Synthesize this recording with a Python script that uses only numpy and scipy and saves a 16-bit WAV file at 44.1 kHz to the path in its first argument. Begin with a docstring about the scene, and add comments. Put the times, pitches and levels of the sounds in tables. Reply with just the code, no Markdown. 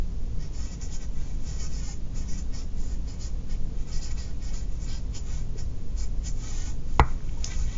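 """A close microphone at a wooden table, over low ventilation rumble, hum and a faint even hiss.
A felt-tip marker writes a few words on a sheet of paper: fibre snaps hiss, ring the tip and rasp the sheet.
Plastic clicks, slides of the hand and soft thumps come among the strokes.
Near seven seconds the marker knocks once on the table, ringing its modes, and the limiter ducks briefly.
The hand slides on to the end, with a cluster of plastic clicks, the cap's among them; a small room answers."""
import sys
import numpy as np
from scipy import signal
from scipy.fft import rfft, irfft, next_fast_len
from scipy.io import wavfile
from scipy.ndimage import uniform_filter1d, map_coordinates

SR = 44100
rng = np.random.default_rng(int(sys.argv[2]) if len(sys.argv) > 2 else 0)


def file_out(sig):
    """Save sig as 16-bit WAV at sys.argv[1]."""
    # one column per channel
    cols = np.atleast_2d(sig).T
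    # limit, then scale
    lim = np.clip(cols, -1, 1)
    pcm = np.round(lim * 32767).astype(np.int16)
    wavfile.write(sys.argv[1], SR, pcm)


N = 342877  # samples, about 7.8 s
EDGE_HZ = 7270  # upper edge of the recorder's band


def gain_of(db):
    """Decibels to amplitude."""
    return 10 ** (np.asarray(db) / 20)


def evened(x):
    """Scales to rms 1."""
    return x / np.sqrt(np.mean(x ** 2) + 1e-20)


def read(points, hz):
    """Reads a table along a log-frequency axis."""
    f, value = np.transpose(points)
    return np.interp(np.log(hz + 1), np.log(f + 1), value)


def add(mix, s, sound):
    """Adds a sound into the mix at time s."""
    part = mix[round(s * SR):][:len(sound)]
    part += sound[:len(part)]


def coloured(x, spectrum):
    """Gives x a spectrum inside the recorder's band, at rms 1."""
    size = next_fast_len(len(x))
    hz = np.fft.rfftfreq(size, 1 / SR)
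    shaped = rfft(x, size) * gain_of(read(spectrum, hz)) * (hz < EDGE_HZ)
    return evened(irfft(shaped, size)[:len(x)])


def band(centre_hz, width_hz):
    """Noise around one pitch, half amplitude at width_hz either side, rms 1; centred on zero it is a slow drift."""
    size = next_fast_len(N)
    hz = np.fft.rfftfreq(size, 1 / SR)
    response = 1 / (1 + ((hz - centre_hz) / width_hz) ** 2)
    return evened(irfft(rfft(rng.standard_normal(size)) * response, size)[:N])


def background():
    """Ventilation rumble with a few humming bands, under a faint even hiss."""
    # ventilation rumble: (frequency [Hz], relative level per Hz [dB])
    rumble_spectrum = [(4, 2), (21, 8), (29, -3.5), (33, -7.5), (39, 0), (50, -9), (68, -9), (90, -17.5),
                       (140, -22), (178, -22.5), (230, -25.5), (300, -28.5), (350, -34), (410, -31),
                       (445, -34.5), (540, -36.5), (700, -51.5), (1500, -72.5)]
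    # humming bands of the ventilation: (frequency [Hz], half-width at half amplitude [Hz], rms level [dB])
    hum_bands = [(55.84, 4.5, -38), (105.9, 7.6, -46), (145.8, 2.7, -50), (164.5, 9.5, -52.5),
                 (194.4, 1.6, -54.5), (259.7, 4.6, -59.5), (255.7, 2.1, -62), (455.5, 6, -67.5),
                 (486, 5, -71)]
    # even hiss of the room: (frequency [Hz], relative level per Hz [dB])
    hiss_spectrum = [(290, -41), (500, -9.5), (676, -3), (731, -5.5), (883, -8.5), (955, -7.5),
                     (1260, -11.5), (1410, -14.5), (3990, -16.5), (5700, -14.5), (7200, -14)]
    rumble_db, hiss_db = -26.5, -58  # rms
    rumble = gain_of(rumble_db) * coloured(rng.standard_normal(N), rumble_spectrum)
    hum = sum(gain_of(db) * band(hz, width) for hz, width, db in hum_bands)
    hiss = gain_of(hiss_db) * coloured(rng.standard_normal(N), hiss_spectrum)
    return rumble + hum + hiss


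def fibres(per_s, spread_db):
    """Tiny snaps of paper fibres at random moments, of uneven size unless spread_db is 0, at rms 1."""
    size = gain_of(spread_db * np.minimum(rng.exponential(1, N), 4))
    sign = rng.choice([-1, 1], N)
    return evened(size * sign * (rng.random(N) < per_s / SR))


def resonant(x, modes):
    """Passes x through parallel resonances with a soft top end, at rms 1."""
    hz = np.fft.rfftfreq(N, 1 / SR)
    response = sum(gain_of(db) / (1 + 2j * (hz - centre) / width) for centre, width, db in modes)
    soft_top = 1 / (1 + (hz / 4500) ** 8)
    return evened(irfft(rfft(x) * response * soft_top, N))


def bent(x, ratio):
    """Shifts every resonance in x by a ratio that may change over time."""
    return map_coordinates(x, [np.cumsum(ratio) % (len(x) - 1)], order=3)


def patchy(x, depth_db=2., span_hz=400., span_s=.04):
    """The colour of a noise shifts a little at random, in patches of frequency and time."""
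    window, hop = 1024, 256  # samples
    z = signal.stft(x, SR, nperseg=window, noverlap=window - hop)[2]
    bins, frames = round(span_hz * window / SR), round(span_s * SR / hop)
    patches = uniform_filter1d(rng.standard_normal(z.shape), bins, 0)
    patches = evened(uniform_filter1d(patches, frames, 1))
    varied = signal.istft(z * gain_of(depth_db * patches), SR, nperseg=window, noverlap=window - hop)[1]
    return evened(varied[:N])


def sheet(snaps):
    """A dry rasp, plus the sheet's resonances, which drift and trade strength as the contact travels over it."""
    # resonances of the sheet lying on the table: (frequency [Hz], width [Hz], relative level [dB])
    sheet_modes = [(700, 89, -8), (867, 74, 1), (1100, 230, -3.5), (1277, 33, 5), (1533, 30, 6.5),
                   (1929, 33, 10), (2275, 56, 7), (2550, 170, 0), (3100, 70, 0.5), (3500, 600, -6),
                   (4100, 6500, -10)]
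    # rasp that leaves the paper directly, without ringing: (frequency [Hz], relative level per Hz [dB])
    plain_spectrum = [(300, -8), (700, 3.5), (1200, -3.5), (2500, -1.5), (4000, -6.5), (5500, -21)]
    plain_db = -14.5  # relative to the ringing
    wander, wander_hz = .025, 4  # rms share of the pitch, and how fast it drifts
    pitch_ratio = 1 + wander * band(0, wander_hz)
    ringing = patchy(bent(resonant(snaps, sheet_modes), pitch_ratio))
    return evened(ringing + gain_of(plain_db) * coloured(snaps, plain_spectrum))


def grip(chatter_db, chatter_hz):
    """A rubbing contact catches and slips: a quick random gain."""
    return evened(gain_of(chatter_db * band(0, chatter_hz)))


def movement(start, length, swell_db, attack_s, release_s):
    """Samples and amplitude of one movement: it eases in, holds while the pressure swells or sags, and eases out."""
    margin_s = .12  # room for the soft edges
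    first = max(round((start - margin_s) * SR), 0)
    last = min(round((start + length + margin_s) * SR), N)
    at = np.arange(first, last)
    t = at / SR - start
    rise = (1 + np.tanh(t / (2 * attack_s))) / 2
    fall = (1 + np.tanh((length - t) / (2 * release_s))) / 2
    swell = gain_of(swell_db * (np.clip(t / length, 0, 1) - .5))
    return at, rise * fall * swell


def nib(fizz_trim_db=-2.0, ring_trim_db=-2.5, rasp_trim_db=-54.0):
    """The felt tip plucks paper fibres: a fine hiss, the ring of the tip, a rasp from the sheet, at times a scrape."""
    # pen strokes; the direction of travel sets how much and how high the tip rings:
    # (start [s], length [s], hiss before trim [dB], ring relative to hiss before trims [dB],
    #  swell from start to end [dB], ring pitch [Hz], extra rasp of the sheet [dB])
    strokes = [ (0.401, 0.077, -63, 11, -5, 5420, 3), (0.534, 0.062, -52, -0.5, 0, 5170, 2.5),
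               (0.598, 0.086, -49.5, -1, -3, 5330, 2), (0.689, 0.058, -52.5, 1.5, 10.5, 5480, 2.5),
               (0.818, 0.062, -48.5, -1.5, -12.5, 5520, 1.5), (0.904, 0.055, -45.5, -4, 10, 5120, 2),
               (1.012, 0.034, -53.5, 7.5, -2, 5850, 5), (1.465, 0.12, -51, -0.5, -11.5, 5350, 2.5),
               (1.59, 0.082, -45, 0.5, -3, 5350, 2), (1.712, 0.097, -49, 0, 1, 5210, 1),
               (1.826, 0.11, -46, -4, 0.5, 5050, 3.5), (2.156, .09, -50.5, -2.5, -9.5, 5220, 3.5),
               (2.283, 0.078, -51, 5, -4.5, 5700, 1), (2.387, 0.015, -42.5, -2, -9, 5300, 0),
               (2.538, 0.091, -51, 3.5, -7, 5290, 2.5), (2.772, 0.18, -54, -4, -0.5, 4950, 0.5),
               (3.082, 0.083, -56.5, 2.5, -15, 5050, 2.5), (3.205, 0.077, -47, -0.5, -4, 4960, 2),
               (3.499, 0.067, -57, 0.5, -13, 4930, 4.5), (3.88, 0.021, -47.5, -4, 1, 5100, 4.5),
               (3.925, 0.068, -48.5, 3.5, -7, 5110, 2), (4.02, 0.069, -46.5, 1.5, -8, 4950, 2),
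               (4.118, 0.013, -47, -4, -21, 5050, 4.5), (4.179, 0.15, -56, 2.5, -20, 4880, 5),
               (4.419, 0.091, -54.5, 4, 2, 5130, 3.5), (4.54, 0.11, -51, -3.5, -19, 4890, 3.5),
               (4.803, 0.059, -49, -5, 3, 5340, -0.5), (4.883, 0.11, -52.5, 5, -10, 4880, 3.5),
               (5.145, 0.033, -41, -1.5, 4.5, 5040, 0.5), (5.587, 0.037, -51, 2, -16, 5260, 3),
               (5.979, 0.076, -46.5, -2.5, -7, 5070, 1.5), (6.25, 0.034, -38, -4.5, 5, 5150, 1.5), ]
    # the tip also scrapes during some strokes, dragging harder: (start [s], length [s], level [dB], pitch [Hz])
    scrapes = [(0.913, 0.036, -57, 3400), (4.902, 0.062, -53, 3210), (5.144, 0.04, -49.5, 3040),
               (6.248, 0.028, -51.5, 3150)]
    # fine hiss of the paper fibres under the tip: (frequency [Hz], relative level per Hz [dB])
    fizz_spectrum = [(4000, -39), (5300, -10.5), (5800, -5), (6400, 0.5), (7200, 4)]
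    # ring of the tip: (frequency [Hz], relative level per Hz [dB])
    ring_spectrum = [(3000, -46), (3900, -23), (4250, -5.5), (4600, -7), (5050, -0.5), (5500, -4),
                     (6000, -7), (7200, -29.5)]
    ring_hz = 5050  # pitch of that ring before a stroke bends it
    attack_s, release_s = 0.0077, 0.0071  # the tip gets up to speed, then slows and lifts
    # the sheet's rasp gains this many dB per dB of the tip's sound, counted from this level before trims
    rasp_growth, rasp_ref_db = 0.53, -38.5
    scrape_width_hz = 480

    fizz = gain_of(fizz_trim_db) * coloured(fibres(per_s=4500, spread_db=0.0), fizz_spectrum)
    ring = gain_of(ring_trim_db) * coloured(fibres(per_s=7000, spread_db=-3.5), ring_spectrum)
    rasp = gain_of(rasp_trim_db) * sheet(fibres(per_s=3000, spread_db=-1.0))
    out = np.zeros(N)
    for start, length, db, tip_db, swell_db, hz, sheet_db in strokes:
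        at, shape = movement(start, length, swell_db, attack_s, release_s)
        hissing = gain_of(db) * shape
        ringing = gain_of(db + tip_db) * shape
        tip_level = np.hypot(hissing, ringing) / gain_of(rasp_ref_db)
        rasping = gain_of(sheet_db) * tip_level ** rasp_growth
        pitched_ring = bent(ring[at], np.full(len(at), hz / ring_hz))
        out[at] += hissing * fizz[at] + ringing * pitched_ring + rasping * rasp[at]
    for start, length, db, hz in scrapes:
        at, shape = movement(start, length, 0, attack_s, release_s)
        out[at] += gain_of(db) * shape * band(hz, scrape_width_hz)[at]
    return out * grip(chatter_db=0.15, chatter_hz=80)


def taps(rows, rise_s):
    """Small blows: sines that swell for rise_s and then die away quickly."""
    t, out = np.arange(SR // 20) / SR, np.zeros(N)
    for s, db, hz in rows:
        envelope = t / rise_s * np.exp(1 - t / rise_s)
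        add(out, s, gain_of(db) * envelope * np.sin(2 * np.pi * hz * t))
    return out


def clicks():
    """Hard plastic parts meet, and a couple of brief rubs: bright sines with a very short swell."""
    # clicks of nib, barrel and cap, and two brief rubs near 7.2 and 7.3 s: (time [s], envelope peak [dB], pitch
    # [Hz])
    click_rows = [(.8149, -32, 5900), (2.5417, -35, 5230), (3.1977, -44, 6500), (3.218, -36, 6800),
                  (4.0323, -31, 6750), (5.1483, -39, 6500), (5.15, -36, 5700), (5.591, -40, 2000),
                  (5.9799, -37, 6800), (6.261, -33, 6700), (6.6215, -33, 6600), (7.206, -41, 1590),
                  (7.293, -37, 2550), (7.4434, -26.5, 2860), (7.4441, -17.5, 5350), (7.4457, -16, 6440),
                  (7.4525, -36, 6000), (7.5195, -41, 2220)]
    return taps(click_rows, rise_s=0.00024)


def hand(hiss_trim_db=0.5, rasp_trim_db=0.0):
    """The side of the hand brushes over paper and wood, its snaps denser than the nib's."""
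    # slides of the hand: (start [s], length [s], hiss before trim [dB],
    #  rasp of the sheet relative to hiss before trims [dB], swell from start to end [dB])
    slides = [ (1.167, 0.17, -58, -1, -6.5), (1.33, 0.2, -60, -2.5, 17.5), (3.786, 0.046, -57.5, 1.5, 0),
              (4.713, 0.052, -57, -4, 0.5), (5.278, 0.13, -50.5, -2, -4), (6.399, 0.31, -47.5, -4.5, 0.5),
              (6.898, 0.1, -58, -2.5, -6), (7.066, 0.071, -57, -1.5, 0), (7.2, 0.27, -64, 3, -2),
              (7.45, 0.19, -49.5, -6, 1), (7.499, 0.023, -55, 16, 7), (7.667, 0.12, -52, 2.5, 1), ]
    # friction of the skin: (frequency [Hz], relative level per Hz [dB])
    skin_spectrum = [(2500, -29), (3800, -13.5), (4500, -8), (5500, -4.5), (6500, 0.5), (7200, 0.5)]
    attack_s, release_s = 0.026, 0.013  # the heavier hand starts and stops more slowly
    snaps = fibres(per_s=17000, spread_db=-9.0)
    hiss = gain_of(hiss_trim_db) * coloured(snaps, skin_spectrum)
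    rasp = gain_of(rasp_trim_db) * sheet(snaps)
    out = np.zeros(N)
    for start, length, db, sheet_db, swell_db in slides:
        at, shape = movement(start, length, swell_db, attack_s, release_s)
        out[at] += gain_of(db) * shape * (hiss[at] + gain_of(sheet_db) * rasp[at])
    return out * grip(chatter_db=0.86, chatter_hz=58.7)


def thumps():
    """Hand and pen land softly on the table: low sines with a slower swell."""
    # soft thumps of hand and pen: (time [s], envelope peak [dB], pitch [Hz])
    thump_rows = [(1.885, -45, 840), (5.556, -37, 410), (7.372, -47, 930)]
    return taps(thump_rows, rise_s=0.0028)


def knock():
    """A hard blow cracks and rings the table; slow bending modes start later; weak modes thud, then linger."""
    # knock of the marker on the table top: (time [s], level of the whole blow [dB])
    blows = [(6.9955, -7.5)]
    # modes of the table with the marker on it: (frequency [Hz], level within the blow [dB], t60 [s])
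    table_modes = [(60, 3, 0.11), (120.5, -4, 0.13), (185, -13, 0.073), (400, -20, 0.06), (463, -4, 0.05),
                   (708, -25.5, 0.14), (856, -9, 0.066), (945, 10, 0.013), (1087, -13, 0.058),
                   (1248, -14.5, 0.065), (1355, -26, .06), (1550, -24, 0.066), (1655, -14.5, 0.04),
                   (1953, -12, 0.06), (2090, -5, 0.026), (2270, -24, 0.066), (2580, -8.5, 0.018),
                   (3200, -12, 0.011), (4000, -15.5, 0.015), (4900, -33, 0.025), (6300, -30, .02),
                   (6780, -25.5, 0.034)]
    # dense wooden decay after the blow: (frequency [Hz], relative level per Hz [dB])
    wood_spectrum = [(300, 8), (560, 2), (680, 10), (900, 11.5), (1380, 13), (1550, 6), (1720, -2),
                     (1900, 4), (2350, 3), (2650, -28), (7000, -42.5)]
    contact_s, bend_s, lag_s = 0.00051, 0.0011, 0.0044  # rise of the modes, rise and delay of the bending ones
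    # levels within the blow, and the times to fall by 60 dB
    crack_db, crack_t60 = -16.0, 0.033
    thud_db, thud_t60 = -16.5, 0.12
    wood_db, wood_t60 = -30.0, 0.48

    t, out = np.arange(SR // 2) / SR, np.zeros(N)
    crack = gain_of(crack_db - 60 * t / crack_t60) * band(1800, 1800)[:len(t)]
    decay = gain_of(thud_db - 60 * t / thud_t60) + gain_of(wood_db - 60 * t / wood_t60)
    ring = decay * coloured(rng.standard_normal(N), wood_spectrum)[:len(t)]
    for hz, db, t60 in table_modes:
        if hz < 300:  # bending modes
            age, rise_s = np.maximum(t - lag_s, 0), bend_s
        else:
            age, rise_s = t, contact_s
        envelope = gain_of(db - 60 * age / t60) * (1 - np.exp(-age / rise_s))
        ring = ring - envelope * np.sin(2 * np.pi * hz * age)
    for s, db in blows:
        add(out, s, gain_of(db) * (crack + ring))
    return out


def room(x):
    """A small room's diffuse tail, each band dying at its own speed; the bass stays close and dry."""
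    # reverberation of the room: (frequency [Hz], t60 [s])
    echo_times = [(200, 0.23), (1200, 0.071), (2500, 0.022), (7000, 0.19)]
    gap_s, low_hz = .006, 350  # silence ahead of the echoes, and their low edge
    echoes = rng.standard_normal(SR // 2) * (np.arange(SR // 2) / SR > gap_s)
    echoes = signal.sosfilt(signal.butter(2, low_hz, "high", fs=SR, output="sos"), echoes)
    hz, t, z = signal.stft(echoes, SR, nperseg=256)
    dying = gain_of(-60 * t / read(echo_times, hz)[:, None])
    tail = signal.istft(z * dying, SR, nperseg=256)[1]
    return signal.fftconvolve(x, tail / np.linalg.norm(tail))[:N]


def scene(room_db=-4.5, knock_room_db=-28.5):
    """All sources close to the microphone, with a little room; the knock comes mostly through the table, drier."""
    near = nib() + clicks() + hand() + thumps()
    blow = knock()
    echoes = room(gain_of(room_db) * near + gain_of(knock_room_db) * blow)
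    return (background() + near + blow + echoes)[None]


def record(dry, limit_db=-2.5, recover_db_per_s=42.0):
    """A peak limiter with a quick grip and slower recovery, a hard ceiling on the peaks, then the band limit."""
    ceiling = .72  # amplitude ahead of the band limit
    peak_db = 20 * np.log10(abs(dry[0]) + 1e-9)
    # each peak is held, then falls at a steady rate
    fall = np.arange(N) * recover_db_per_s / SR
    held_db = np.maximum.accumulate(peak_db + fall) - fall
    over_db = np.maximum(held_db - limit_db, 0)
    duck_db = uniform_filter1d(over_db, size=60)
    limited = np.clip(dry / gain_of(duck_db), -ceiling, ceiling)
    band_limit = signal.firwin(1023, EDGE_HZ, window=("kaiser", 8), fs=SR)
    return signal.oaconvolve(limited, band_limit[None], "same")


dry = scene()
out = record(dry)
file_out(out)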